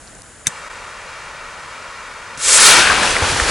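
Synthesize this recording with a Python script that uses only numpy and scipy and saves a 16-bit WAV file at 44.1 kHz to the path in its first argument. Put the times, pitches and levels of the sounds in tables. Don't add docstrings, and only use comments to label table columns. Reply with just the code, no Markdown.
import sys
import numpy as np
from scipy import signal
from scipy.fft import rfft, irfft
from scipy.io import wavfile
from scipy.ndimage import uniform_filter1d

SR = 44100
rng = np.random.default_rng(int(sys.argv[2]) if len(sys.argv) > 2 else 0)


def wrap_up_sound(samples):
    columns = np.atleast_2d(samples).T
    tamed = np.clip(columns, -1, 1)
    steps = np.round(tamed * 32767).astype(np.int16)
    wavfile.write(sys.argv[1], SR, steps)


def gain_from_db(level_db):
    decades = np.asarray(level_db, float) / 20
    return 10 ** decades


N = 154350
T = np.arange(N) / SR

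# frequency [Hz], density [dB per Hz].
WOODS = [(25, 4), (117, -4), (260, -7.5), (400, -9.5), (630, -6.5), (1000, -11.5), (4500, -20),
         (11500, -22)]
# frequency [Hz], density [dB per Hz].
GAS = [(900, -7), (1550, 4.5), (2600, -10.5), (4500, -27), (7100, 0.5), (8400, -6), (9500, -1),
       (11500, -11)]
# frequency [Hz], density [dB per Hz].
FLAME = [(150, -37), (570, -5), (780, -9.5), (1150, 0), (2550, -8), (3100, -15.5), (7500, -21),
         (11300, -30.5)]
# start [s], peak level [dB], pitch [Hz].
TICKS = [(.0224, -35, 6000), (.0734, -30, 4600), (.0784, -28, 3800), (.0844, -33, 5500), (.1516, -28, 6000),
         (.1834, -29, 9000), (.2191, -27, 7000), (.2193, -31, 9800), (.2198, -27, 4400), (.2644, -36, 4500),
         (2.3748, -18, 9500), (2.375, -21, 6300), (2.3752, -21, 4000), (3.372, -12, 9800),
         (3.346, -10, 4500), (3.1071, -7, 5500), (2.3795, -19, 1180)]
# start [s], peak level [dB], pitch [Hz].
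CREEP = [
    (.4605, -23, 1970),
    (.4638, -21, 1740),
    (.466, -39, 2500),
]
# time [s], level [dB].
TRIGGER = [
    (.4691, 2),
    (0.4696, 4),
    (0.4703, 2.5),
    (0.4705, 1),
    (0.4741, -5),
    (0.4768, -8),
]
# frequency [Hz], level [dB], 60 dB decay [s].
CASE = [(1630, -7, 0.015), (2070, -14, 0.019), (3610, -5.5, 0.019), (5660, -14, 0.0032),
        (6160, 0.5, 0.0084), (6500, -8, 0.012), (7420, -2, 0.0087), (8230, 1, 0.0057), (9600, -24, 0.012),
        (10700, -30, 0.0087)]
# start [s], level [dB], pitch [Hz], 60 dB decay [s].
JOLTS = [(.471, -27.5, 211, 0.087), (2.376, -31.5, 276, 0.058), (2.374, -29.5, 152, 0.068),
         (2.65, -30, 86.4, 0.11), (2.79, -33, 82, 0.53), (2.901, -24, 72, 0.27), (3.068, -36, 71, 0.15),
         (3.135, -14.5, 85.6, 0.053), (3.2161, -19, 178, .08), (3.221, -9, 90, 0.096),
         (3.262, -28, 60, 0.17), (3.297, -16.5, 89, 0.12), (3.317, -19, 143, 0.16),
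         (3.333, -21.5, 96, 0.18), (3.418, -9, 61, 0.07), (3.469, -25, 98, 0.09)]
# time [s], level [dB], stage [0 spit, 0.5 blaze, 1 roar],
# left over right [dB], reflection off the stone [dB].
FUSE = [(2.378, -37, 0.21, 1, 0), (2.41, -25.5, 0.26, 1.5, -3), (2.45, -16.5, 0.021, 0, 4),
        (2.49, -10.5, 0.16, 0, -8), (2.518, -12, 0.15, 1, 3), (2.535, -7.5, 0.015, 1, -1),
        (2.572, -7.5, 0.059, 0.5, -15), (2.592, -10, 0.71, -1, -15), (2.612, -7, 0.38, 1.5, -5),
        (2.67, -6, 0.55, 0.5, 0.5), (2.72, -6.5, 0.8, 2.5, -5), (2.76, -9, 0.86, 2.5, 1.5),
        (2.795, -9, 0.9, 2.5, 1), (2.83, -12.5, 0.96, 2.5, -19), (2.92, -15.5, 1, 4.5, -35),
        (3.1, -19.5, 0.93, 3, -33), (3.5, -28.5, 0.94, 0, -32)]
# frequency [Hz], density [dB per Hz].
SPIT = [(180, -26), (300, -22), (554, -7), (736, -12), (1400, -7), (4400, -9), (6300, -3.5), (7650, 1.5),
        (9000, -4.5), (10700, -6), (13900, -51), (22000, -120)]
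# frequency [Hz], density [dB per Hz].
BLAZE = [(120, -41), (200, -12.5), (621, -9.5), (721, -13), (1270, -0.5), (1580, -2.5), (3450, -5),
         (3750, -3), (10700, -4), (13900, -62), (22000, -120)]
# frequency [Hz], density [dB per Hz].
ROAR = [(59, -51), (100, -13), (487, -10), (667, -6.5), (1100, -4), (1550, -0.5), (2050, -5.5), (2330, -3),
        (10700, -19), (13900, -51), (22000, -120)]
# start [s], peak level [dB], pitch [Hz], 60 dB decay [s].
TWIGS = [(2.829, -8, 1550, .02), (2.841, -8, 1500, .014), (2.854, -9, 1520, .025),
         (2.8702, -4.5, 1560, .03), (2.884, -8, 1500, .025), (2.8986, -5, 1600, .012),
         (2.899, -8, 1100, .015), (2.908, -5.5, 1550, .03), (2.917, -8, 1200, .02),
         (2.9645, -11, 1570, .02), (2.9954, -11, 974, .016), (3.0313, -7, 1680, .02),
         (3.031, -9, 1150, .016), (3.0712, -11, 1300, .016), (3.075, -10, 2400, .025),
         (3.1281, -15, 1720, .016), (3.1655, -5.5, 1900, .012), (3.2234, -11, 850, .02),
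         (3.2458, -12, 1300, .012), (3.2907, -17, 2400, .02), (3.3286, -14, 1470, .014),
         (3.3985, -6, 1750, .006), (3.3985, -10, 1250, .008), (3.487, -12, 1500, .012)]
# start [s], level [dB], length [s], crispness [dB], left over right [dB].
STEPS = [(2.883, -20.5, 0.13, -9, -2), (3.008, -21, 0.07, -4, 0), (3.086, -31, 0.048, 2, 1),
         (3.145, -22.5, 0.052, -8, -3.5), (3.204, -20, 0.068, -5.5, 0), (3.266, -23.5, 0.15, 0.5, -0.5),
         (3.353, -24, 0.098, -1.5, 0.5), (3.447, -26, 0.12, -0.5, 0.5), (3.48, -35, 0.11, 3, 2)]
# frequency [Hz], density [dB per Hz].
LEAVES = [(120, -22), (200, -5.5), (290, -7.5), (581, -3.5), (1740, -3.5), (2130, -7), (5880, -10.5),
          (10700, -16), (13900, -53), (22000, -120)]
# frequency [Hz], gain [dB].
STONE = [(20, -12), (1500, -12), (2700, -10), (3200, -5), (5800, -5), (8000, -12), (12000, -16)]
# frequency [Hz], gain [dB].
SIDE = [(60, -21.5), (200, -10.5), (600, -16), (1800, -16), (5800, -10.5), (11000, -8.5)]
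# centre [s], length [s], depth [dB].
DIPS = [
    (0.227, 0.0048, -10),
    (0.692, 0.013, -8),
]


def level(x, db):
    return x * gain_from_db(db) / np.sqrt(np.mean(x ** 2))


def colour(x, points):
    hz, db = np.array(points, float).T
    f = np.maximum(np.arange(N // 2 + 1) * SR / N, 1)
    gain = gain_from_db(np.interp(np.log(f), np.log(hz), db, -60, -60))
    return irfft(rfft(x) * gain, N)


def walk(rate):
    gap = int(SR / rate)
    count = N // gap + 2
    line = np.interp(np.arange(N) / gap, np.arange(count), rng.standard_normal(count))
    return 0.51 * uniform_filter1d(line, gap // 2)


def ring(x, hz, t60):
    pole = np.exp(2j * np.pi * hz / SR - np.log(1000) / (t60 * SR))
    return signal.lfilter([1, -1], [1, -pole], x).real * SR / (2 * np.pi * hz)


def hiss(points, flicker_db, rate, grit=0.):
    noise = rng.standard_normal(N)
    sparse = rng.random(N) < .02
    grains = rng.standard_normal(N) * sparse * rng.exponential(size=N) * 5
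    spectrum = rfft(colour(noise + grit * grains, points))
    log_hz = np.log(np.maximum(np.arange(N // 2 + 1) * SR / N, 1))
    shared = walk(rate)
    out = np.zeros(N)
    for centre in range(3, 11):
        band = irfft(spectrum * np.clip(1 - abs(log_hz - centre), 0, 1), N)
        out += band * gain_from_db(flicker_db * (0.42 * shared + walk(rate)))
    return level(out, 0)


def bursts(table, cycles, t60=None):
    size = 900
    out = np.zeros(N)
    for (start, db, hz, *own), noise in zip(table, rng.standard_normal((len(table), size))):
        fade = np.exp(-np.arange(size) / SR * np.log(1000) / (t60 or own[0]))
        knock = ring(ring(noise * fade, hz, cycles / hz), hz, cycles / hz)
        i = int(start * SR)
        out[i:i + size] += (knock * gain_from_db(db) / abs(knock).max())[:N - i]
    return out


def mirrored(x, db):
    delay_s = .00215
    return x + gain_from_db(db) * colour(np.roll(x, round(delay_s * SR)), STONE)


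def stereo(x, pan_db=0., wide_db=0., smear_s=0.014):
    tail = rng.standard_normal(4000) * np.exp(-np.arange(4000) / SR / smear_s)
    smeared = signal.fftconvolve(x, tail / np.sqrt(np.sum(tail ** 2)))[:N]
    side = colour(smeared, SIDE) * gain_from_db(wide_db)
    return np.array([(x + side) * gain_from_db(pan_db / 2), (x - side) * gain_from_db(-pan_db / 2)])


def woods():
    return gain_from_db(-44.5 + np.interp(T, (.2, .25), (1.5, 0))) * hiss(WOODS, 1., 5.37)


def gas():
    off_s, fade_s = .47, 0.0088
    return gain_from_db(-45.5) * hiss(GAS, 0.52, 13) * np.clip((off_s - T) / fade_s, 0, 1)


def ticks():
    return bursts(TICKS, 5.2, 0.0031)


def flame():
    on_s, rise_s, off_s, fall_s = 0.437, 0.076, 2.44, 0.018
    lit = np.clip((T - on_s) / rise_s, 0, 1) * np.clip((off_s - T) / fall_s, 0, 1)
    jet = level(mirrored(hiss(FLAME, 0.65, 8.0, grit=0.022), 0), -33.5)
    flash_fade = (T > .47) * np.exp(-np.maximum(T - .472, 0) / 0.42)
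    return lit * jet + flash_fade * gain_from_db(-44) * hiss(SPIT, 1., 22)


def trigger():
    creep = bursts(CREEP, 8., .008)
    hits = np.zeros(N)
    for (start, db), noise in zip(TRIGGER, rng.standard_normal((len(TRIGGER), 40))):
        i = int(start * SR)
        hits[i:i + 40] += gain_from_db(db) * np.sign(noise) * np.exp(-np.arange(40))
    case = sum(gain_from_db(db) * ring(hits, hz, t60) for hz, db, t60 in CASE)
    click = case * gain_from_db(7) / abs(case).max()
    since = np.maximum(T - .472, 0)
    thump = gain_from_db(-19) * np.sin(2 * np.pi * 135 * since) * np.exp(-since / 0.0068)
    tail_fade = (T > .4695) * np.exp(-(T - .4695).clip(0) / .0075)
    tail = gain_from_db(-14.5) * tail_fade * hiss(SPIT, 0.87, 300)
    return creep + click + thump + tail


def camera():
    rise_s, sag = 0.0059, 0.26
    rumble = hiss([(20, 6), (90, 1.5), (250, -21), (500, 2.5)], 5.2, 5.7)
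    out = rumble * gain_from_db(np.interp(T, (2.3, 2.48, 2.9, 3.3), (-70, -42.5, -34, -30)))
    for start, db, hz, t60 in JOLTS:
        since = np.maximum(T - start, 0)
        tone = np.sin(2 * np.pi * hz * since * (1 - sag * since / (since + t60)))
        fade = np.exp(-since * np.log(1000) / t60) * np.minimum(since / rise_s, 1)
        out += gain_from_db(db) * tone * fade
    return out


def fuse():
    times, *columns = np.array(FUSE).T
    db, stage, pan_db, echo_db = (np.interp(T, times, column) for column in columns)
    stage = 2 * np.clip(stage, 0, 1)
    spit, blaze, roar = (np.sqrt(np.clip(1 - abs(stage - k), 0, 1)) for k in range(3))
    burn = spit * hiss(SPIT, 0.54, 39.1, grit=0.066)
    burn += blaze * hiss(BLAZE, 0.84, 25.67, grit=0.066)
    burn += roar * hiss(ROAR, 0.93, 22.38, grit=0.05)
    return stereo(mirrored(burn, echo_db) * gain_from_db(db) * (T > times[0]), pan_db, -2.5)


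def twigs():
    return bursts(TWIGS, 13.)


def leaves():
    crush = hiss(LEAVES, 1.6, 30.35, grit=0.12)
    starts, levels, lengths, crispness, pans = np.array(STEPS).T
    swell = np.zeros(N)
    for start, db, length in zip(starts, levels, lengths):
        u = np.maximum(T - start, 0) / length
        swell += gain_from_db(db) * 4 * u * np.exp(.5 - 2 * u)
    dull = signal.sosfiltfilt(signal.butter(2, 3140, fs=SR, output="sos"), crush)
    crisp = (crush - dull) * gain_from_db(np.interp(T, starts + 0.028, crispness))
    return stereo((dull + crisp) * swell, np.interp(T, starts, pans), 1)


def scene():
    out = stereo(woods(), 0.5, 5.6)
    out += stereo(gas() + flame() + trigger(), 0.26, -1.1, 0.0078)
    out += stereo(ticks(), 0, 0.92, .003)
    out += stereo(camera(), 0, -1.3)
    out += fuse()
    out += stereo(twigs(), 1.1, 0, .003)
    return out + leaves()


def band_limit(x):
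    return signal.sosfilt(signal.butter(12, 15800, fs=SR, output="sos"), x)


def record(dry):
    for centre, length, db in DIPS:
        dry = dry * gain_from_db(db * np.clip(1.5 - abs(T - centre) / length * 2, 0, 1))
    top_cut = signal.ellip(12, .1, 90, 11000, fs=SR, output="sos")
    mix = np.clip(signal.sosfilt(top_cut, dry), -1, 1)
    return band_limit(mix)


dry = scene()
out = record(dry)
wrap_up_sound(out)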